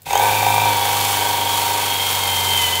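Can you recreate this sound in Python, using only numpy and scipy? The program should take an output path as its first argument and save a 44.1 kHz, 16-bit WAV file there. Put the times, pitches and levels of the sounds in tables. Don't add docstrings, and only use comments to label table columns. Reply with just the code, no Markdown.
import sys
import numpy as np
from scipy import signal
from scipy.fft import rfft, irfft, next_fast_len
from scipy.io import wavfile
from scipy.ndimage import uniform_filter1d, map_coordinates

SR = 44100
rng = np.random.default_rng(int(sys.argv[2]) if len(sys.argv) > 2 else 0)


def attenuation_scalar(level_db):
    decades = np.asarray(level_db, float) / 20
    return 10 ** decades


def digitize_waveform(pressure):
    field = np.atleast_2d(pressure).T
    bounded = np.clip(field, -1, 1)
    quanta = np.round(bounded * 32767).astype(np.int16)
    wavfile.write(sys.argv[1], SR, quanta)


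N = 123479
TIME = np.arange(N) / SR
SEATED_S = 0.66
TEETH = 45


def unit(x):
    return x / np.sqrt(np.mean(x ** 2) + 1e-20)


def wobble(rate):
    return map_coordinates(rng.standard_normal(N // 8), [TIME * rate])


def filtered(x, response):
    m = next_fast_len(N + SR // 2)
    return irfft(rfft(x, m) * response(np.fft.rfftfreq(m, 1 / SR)), m)[:N]


def body(peaks, flip=-1):
    def response(f):
        total = 0
        for k, (center, width, db) in enumerate(peaks):
            damping = 1j * f * width
            total = total + flip ** k * attenuation_scalar(db) * damping / (center ** 2 - f * f + damping)
        return total
    return response


def noise(spectrum):
    f, db = np.transpose(spectrum)

    def colour(hz):
        return attenuation_scalar(np.interp(np.log(hz + 1), np.log(f), db, -120, -120))
    return unit(filtered(rng.standard_normal(N), colour))


def pulses(s, gain):
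    at = np.clip(s * SR, 0, N - 2)
    i = at.astype(int)
    return np.bincount(i, gain * (1 - at + i), N) + np.bincount(i + 1, gain * (at - i), N)


def orders(turns, table):
    return sum(attenuation_scalar(db) * np.sqrt(2) * np.sin(2 * np.pi * k * turns + k * k) for k, db in table)


# (time [s], speed [turns/s])
SPINDLE_SPEED = [(.05, 4), (.105, 17), (.15, 22.67), (.2, 25.47), (.27, 26.05), (.45, 26.16), (.62, 26.39),
                 (.8, 25.06), (1.0, 25.43), (1.18, 24.76), (1.5, 24.44), (1.85, 24.67), (2.0, 23.9),
                 (2.2, 24.04), (2.3, 23.47), (2.55, 23.25), (2.68, 22.22), (2.8, 23.07)]
# (time [s], motor effort [dB], play of the bit [dB], mesh fundamental [dB],
# load on the third mesh tone [dB], load on the even one [dB])
HAND_ON_TOOL = [(0.049, -55, -61, -70, -41, -51), (0.06, -32.5, -21, -54, -25, -33),
                (0.11, -25, -20, -46, -31, -27), (0.15, -25, -10.5, -61, -30.5, -28),
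                (0.26, -22, -7.5, -32, -44, -24.5), (0.41, -22, -13.5, -42, -39, -22),
                (0.42, -23, -11.5, -38, -51, -24.5), (0.68, -21, -18.5, -42, -34, -22.5),
                (0.79, -23, -21, -37, -32, -26), (1.12, -21, -22.5, -40, -38, -27.5),
                (1.24, -22.5, -19.5, -40, -38, -29.5), (1.54, -22.5, -23.5, -40, -29, -33),
                (1.66, -22, -22, -44, -43, -37), (1.81, -22, -22, -38, -35.5, -33),
                (1.97, -22, -25, -48, -27.5, -28), (2.25, -22.5, -25, -41, -27.5, -26.5),
                (2.5, -22.5, -25, -58, -28.5, -26), (2.63, -21.5, -28, -59, -25.5, -24),
                (2.75, -23.5, -25.5, -44, -27.5, -27), (2.8, -23, -27, -50, -26, -26.5)]


def controls():
    turns = np.cumsum(np.interp(TIME, *np.transpose(SPINDLE_SPEED))) / SR
    turns = turns - turns[round(0.504 * SR)]
    s, *levels = np.transpose(HAND_ON_TOOL)
    return [turns] + [attenuation_scalar(np.interp(TIME, s, db, -90)) for db in levels]


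# (place [turns], level [dB])
BIT_CONTACTS = [(0, 8), (0.108, 4.5), (0.189, 5), (0.291, 10.5), (0.407, -1.5), (0.498, 10.5), (0.62, -5),
                (0.706, 4), (0.818, 4.5), (0.919, -2)]


def rattle(turns):
    slip_s, scatter_db, wander_db = 0.00003, 0.8, 1.5
    whole = np.arange(np.ceil(turns[0]), turns[-1])
    out = np.zeros(N)
    for place, db in BIT_CONTACTS:
        luck = rng.standard_normal((len(whole), 2))
        s = np.interp(whole + place, turns, TIME) + slip_s * luck[:, 0]
        drift_db = wander_db * np.interp(s, TIME, wobble(1.81))
        out += pulses(s, attenuation_scalar(db + scatter_db * luck[:, 1] + drift_db))
    return out


# (frequency [Hz], width [Hz], level [dB])
BOARD_MODES = [(69.6, 100, -9), (168, 46, -19), (279, 4.8, -19), (403.6, 28, -5.5), (460.5, 64, -5.5),
               (547, 80, -8), (732, 66, -7), (801, 9.8, -10), (886, 54, -11.5), (941, 22, -2),
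               (1070, 74, -47), (1158, 69, -13.5), (1530, 80, -1), (1700, 14, -7)]
# (frequency [Hz], width [Hz], level [dB])
BIT_BOUNCE = [(839, 127, 0)]


def wood(x):
    direct_db, contact_hz = -17, 2420

    def response(f):
        push = attenuation_scalar(direct_db) + body(BIT_BOUNCE)(f)
        softness = 1 + 1j * f / contact_hz
        return body(BOARD_MODES, flip=1)(f) * push / softness
    return filtered(x, response)


# (multiple of the spindle, level [dB])
FLUTE_BUZZ = [(16, -0.5), (17, -4.5), (18, -4.5), (19, -13.5), (20, 6), (22, -14.5), (24, 0), (26, -2),
              (28, -19), (30, -7), (32, -4)]


def bit_on_board(turns, taps, play):
    rattle_db, chatter_db, loose_db = -4.5, -13, -8
    knocks = attenuation_scalar(rattle_db) * unit(wood(taps))
    chatter = attenuation_scalar(chatter_db) * unit(wood(rng.standard_normal(N)))
    buzz = wood(orders(turns, FLUTE_BUZZ))
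    return play * attenuation_scalar(loose_db * (TIME < SEATED_S)) * (knocks + chatter + buzz)


# (time [s], peak level [dB])
HARD_BLOWS = [(0.067, -17), (0.087, -19.5), (0.108, -9), (0.133, -3), (0.155, 0), (0.176, -18),
              (0.197, -2), (0.236, -4), (0.273, -16), (0.313, -6.5), (0.352, -13), (0.39, -10),
              (0.428, -2), (0.466, -0.5), (0.504, -5.5), (0.541, -6.5), (0.561, -10.5), (0.58, -4),
              (0.618, -6), (0.636, -7), (0.656, -7.5), (0.813, -18), (0.853, -7), (0.892, -14),
              (0.931, -12), (0.972, -23), (1.09, -24), (1.171, -16), (1.212, -27), (1.258, -33),
              (1.66, -28), (1.741, -37), (2.129, -20), (2.171, -13), (2.321, -18), (2.405, -35),
              (2.449, -26), (2.546, -11), (2.588, -37), (2.631, -27)]
# (frequency [Hz], width [Hz], level [dB])
SHANK_FLEX = [(780, 380, 0)]
# (time [s], level [dB])
CHUCK_CLINKS = [
    (0.068, -49),
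    (0.108, -30),
    (0.116, -46),
    (0.131, -18),
    (.154, -20.5),
    (0.177, -20),
    (0.195, -26),
    (.236, -43),
]
# (frequency [Hz], level [dB], decay t60 [s])
STEEL_RING = [(3300, -21, 0.023), (4800, -12, 0.028), (6400, -13, 0.08), (6640, 4, 0.01),
              (8000, -11, 0.022), (8260, -8, 0.013)]


def seating():
    ring_db, crack_db, crack_t60_s, blow_db = 1, -3.5, 0.019, 45.5
    t = TIME[:SR // 8]
    clinks = np.zeros(N + SR)
    for at, clink_db in CHUCK_CLINKS:
        ring = 0
        for hz, db, t60 in STEEL_RING:
            ring = ring + attenuation_scalar(db + rng.normal(0, 2.8) - 60 * t / t60) * np.sin(2 * np.pi * hz * t)
        crack = attenuation_scalar(crack_db - 60 * t / crack_t60_s) * rng.standard_normal(len(t))
        clinks[round(at * SR):][:len(t)] += attenuation_scalar(clink_db) * (attenuation_scalar(ring_db) * ring + crack)
    s, knock_db = np.transpose(HARD_BLOWS)
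    blows = pulses(s, attenuation_scalar(knock_db + blow_db))
    return clinks[:N] + wood(filtered(blows, body(SHANK_FLEX)))


# (time [s], level [dB])
SINGING_LEVEL = [(.1, -35), (.15, -25), (.2, -22), (.25, -17), (.3, -20), (.4, -27), (.47, -18), (.54, -27),
                 (.64, -26), (.68, -19), (1.1, -28), (1.26, -22), (1.5, -25), (1.7, -23), (1.92, -29),
                 (2.2, -28), (2.56, -26), (2.8, -28)]
# (multiple of the spindle, level [dB])
SINGING_ORDERS = [(35, -6), (36, 0), (37, -4), (38, 0), (39, -2), (40, 0), (41, -2), (42, 0)]
# (frequency [Hz], width [Hz], level [dB])
MAIN_MODE = [(934, 26, 0)]


def singing(turns):
    ring = filtered(orders(turns, SINGING_ORDERS), lambda f: body(MAIN_MODE)(f) ** 2)
    power = np.abs(uniform_filter1d(ring ** 2, size=SR // 10))
    ring = ring / np.sqrt(power + 1e-9)
    return attenuation_scalar(-1 + np.interp(TIME, *np.transpose(SINGING_LEVEL), -90)) * ring


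# (multiple of the mesh, level [dB], phase blur [rad])
MESH_TONES = [(2, 0, 0.51), (3, 3, 1)]
MESH_BEATS = [
    [(1, .75, .6), (2, .3, .6), (3, .1, .6)],
    [(1, .15, .5), (2, .45, .48), (3, .4, .02), (7, .3, 0)],
]
# (frequency [Hz], width [Hz], level [dB])
HOUSING_PRESSED = [(2010, 56, 0.5), (2314, 315, -2), (2625, 180, 0), (3085, 213, 3), (3594, 430, -0.5),
                   (3760, 86, 3.5), (4330, 175, -1), (4970, 350, -45)]
# (frequency [Hz], width [Hz], level [dB])
HOUSING_SLACK = [(1953, 91, -1), (2230, 260, -1), (2570, 230, 3), (3190, 170, -2), (3460, 150, 1.5),
                 (3730, 96, 3.5), (4340, 450, -8)]


def gears(turns, taps, odd, even):
    press_s, steadied, flutter_db = 0.08, 0.7, 1.8
    leak_db, grind_db, tap_db = -41.5, -4.5, -11
    swell_db, swell_peak = 2, 0.04
    pressed = np.clip((TIME - SEATED_S) / press_s + 0.5, 0, 1)
    odd = odd * attenuation_scalar(flutter_db * unit(wobble(45)))
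    tones = np.zeros(N)
    for (k, db, blur), rows in zip(MESH_TONES, MESH_BEATS):
        load, unevenness = (odd, 1) if k % 2 else (even, 1 - steadied * pressed)
        beat = sum(depth * np.cos(2 * np.pi * n * (turns - peak)) for n, depth, peak in rows)
        tone = np.sin(2 * np.pi * k * TEETH * turns + blur * wobble(40))
        tones += load * attenuation_scalar(db) * (1 + unevenness * beat) * tone
    whine = filtered(tones, body(HOUSING_PRESSED)) + attenuation_scalar(leak_db) * tones
    swell = attenuation_scalar(swell_db * np.cos(4 * np.pi * (turns - swell_peak)))
    scrape = swell * rng.standard_normal(N)
    sharp_taps = taps - uniform_filter1d(taps, size=20)
    drive_in = attenuation_scalar(grind_db) * unit(scrape) + attenuation_scalar(tap_db - 0.5) * unit(sharp_taps)
    grind = pressed * filtered(drive_in, body(HOUSING_PRESSED))
    grind = grind + (1 - pressed) * filtered(drive_in, body(HOUSING_SLACK))
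    bite = np.clip(TIME / 0.11, 0, 1) ** 4
    return bite * whine, attenuation_scalar(grind_db - 0.5) * unit(grind)


def mesh_fundamental(turns, level):
    return level * np.sqrt(2) * np.sin(2 * np.pi * TEETH * turns + 0.3 * wobble(14))


# (multiple of the spindle, level [dB])
DRIVE_HUM = [(2, -24), (3, -24), (4, 0), (5, -19), (6, -13), (7, -21), (8, -18), (9, -20), (10, -15),
             (14, -20), (15, -19)]
# (time [s], fourth order [Hz], its level [dB], level of the twelfth order [dB])
UNBALANCE = [(0.1, 94.7, -47, -61), (0.14, 91.6, -39, -55), (0.24, 104, -32, -45), (0.54, 104, -29, -42),
             (0.56, 104, -29, -50), (0.69, 104, -29, -39), (0.82, 101, -35, -46), (1.01, 101, -32, -49),
             (1.18, 98.4, -35, -42), (1.87, 98.1, -37, -44), (2.03, 95.5, -37, -53), (2.5, 92.7, -32, -52),
             (2.77, 87.2, -35, -52), (2.8, 84.9, -34, -49)]


def drive(turns):
    s, _, hum_db, twelfth_db = np.transpose(UNBALANCE)
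    start = np.clip(TIME / s[0], 0, 1) ** 6
    hum = attenuation_scalar(np.interp(TIME, s, hum_db)) * orders(turns, DRIVE_HUM)
    twelfth = attenuation_scalar(np.interp(TIME, s, twelfth_db)) * orders(turns, [(12, 0)])
    return start * (hum + twelfth)


# (frequency [Hz], level [dB per Hz])
BRUSH_HISS = [(600, -48), (1000, -3.5), (1840, -10.5), (4300, -8.5), (5400, -9.5), (7000, -8), (9500, -9.5),
              (15700, -11.5)]


def hiss(turns):
    hiss_db, turn_db, grit_db = -2.5, 1.1, 2.5
    beat_db = turn_db * (np.cos(2 * np.pi * turns) + 0.81 * np.cos(4 * np.pi * turns))
    beat_db = beat_db + grit_db * unit(wobble(900)) / 2 + 1.01 * wobble(7.62)
    return attenuation_scalar(hiss_db) * unit(attenuation_scalar(beat_db) * noise(BRUSH_HISS))


# (frequency [Hz], level [dB per Hz])
FAN_AIR = [(8000, -37), (12500, 0), (15700, 3)]


def fan():
    fan_db, db_per_turn = -36.5, 1.5
    speed = np.interp(TIME, *np.transpose(SPINDLE_SPEED))
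    return attenuation_scalar(fan_db + db_per_turn * (speed - 23.0) + wobble(9.6)) * noise(FAN_AIR)


def kick():
    start_s, kick_db, kick_hz, t60_s = 0.074, -33.5, 143, 0.13
    t = np.maximum(TIME - start_s, 0)
    return attenuation_scalar(kick_db - 60 * t / t60_s) * np.sin(2 * np.pi * kick_hz * t)


# (time [s], peak level [dB])
TRIGGER_TICKS = [
    (.007, -48),
    (0.019, -30),
    (0.031, -35),
    (0.042, -38),
    (.056, -46),
    (0.0656, -33),
]


def trigger():
    t = TIME[:SR // 20]
    tick = attenuation_scalar(-60 * t / 0.035) * np.diff(rng.standard_normal(len(t) + 1)) / 3
    s, db = np.transpose(TRIGGER_TICKS)
    return signal.fftconvolve(pulses(s, attenuation_scalar(db)), tick)[:N]


# (frequency [Hz], level [dB per Hz])
RUMBLE_NOISE = [(12, -58), (20, -9), (48, -30), (91, -32), (178, -12), (328, -8), (700, -4.5), (910, -95),
                (1540, -120)]


def rumble(effort):
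    return effort * attenuation_scalar(-19) * noise(RUMBLE_NOISE)


def room(tool):
    room_db, t60_s = -10.5, 0.15
    tail = attenuation_scalar(-60 * TIME[:SR // 3] / t60_s) * rng.standard_normal(SR // 3)
    late = np.pad(tool, (200, 0))
    return attenuation_scalar(room_db) * signal.fftconvolve(late, tail / np.linalg.norm(tail))[:N]


# (frequency [Hz], level [dB per Hz])
ROOM_AIR = [(25, -27), (90, 13), (340, -12), (500, -3), (1300, -13), (4000, -14), (15700, -34)]


def air():
    return attenuation_scalar(-52.5) * noise(ROOM_AIR)


def scene():
    turns, effort, play, first, odd, even = controls()
    taps = rattle(turns)
    whine, grind = gears(turns, taps, odd, even)
    tool = bit_on_board(turns, taps, play) + seating() + singing(turns)
    tool = tool + whine + effort * (grind + hiss(turns))
    tool = tool + fan() + kick() + trigger()
    mono = tool + mesh_fundamental(turns, first) + drive(turns)
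    mono = mono + rumble(effort) + room(tool) + air()
    top_hz = 15800
    return np.array([filtered(mono, lambda hz: hz < top_hz)] * 2)


def low_pass(x):
    return signal.sosfilt(signal.butter(12, 17090, fs=SR, output="sos"), x)


def record(dry):
    return low_pass(dry)


dry = scene()
out = record(dry)
digitize_waveform(out)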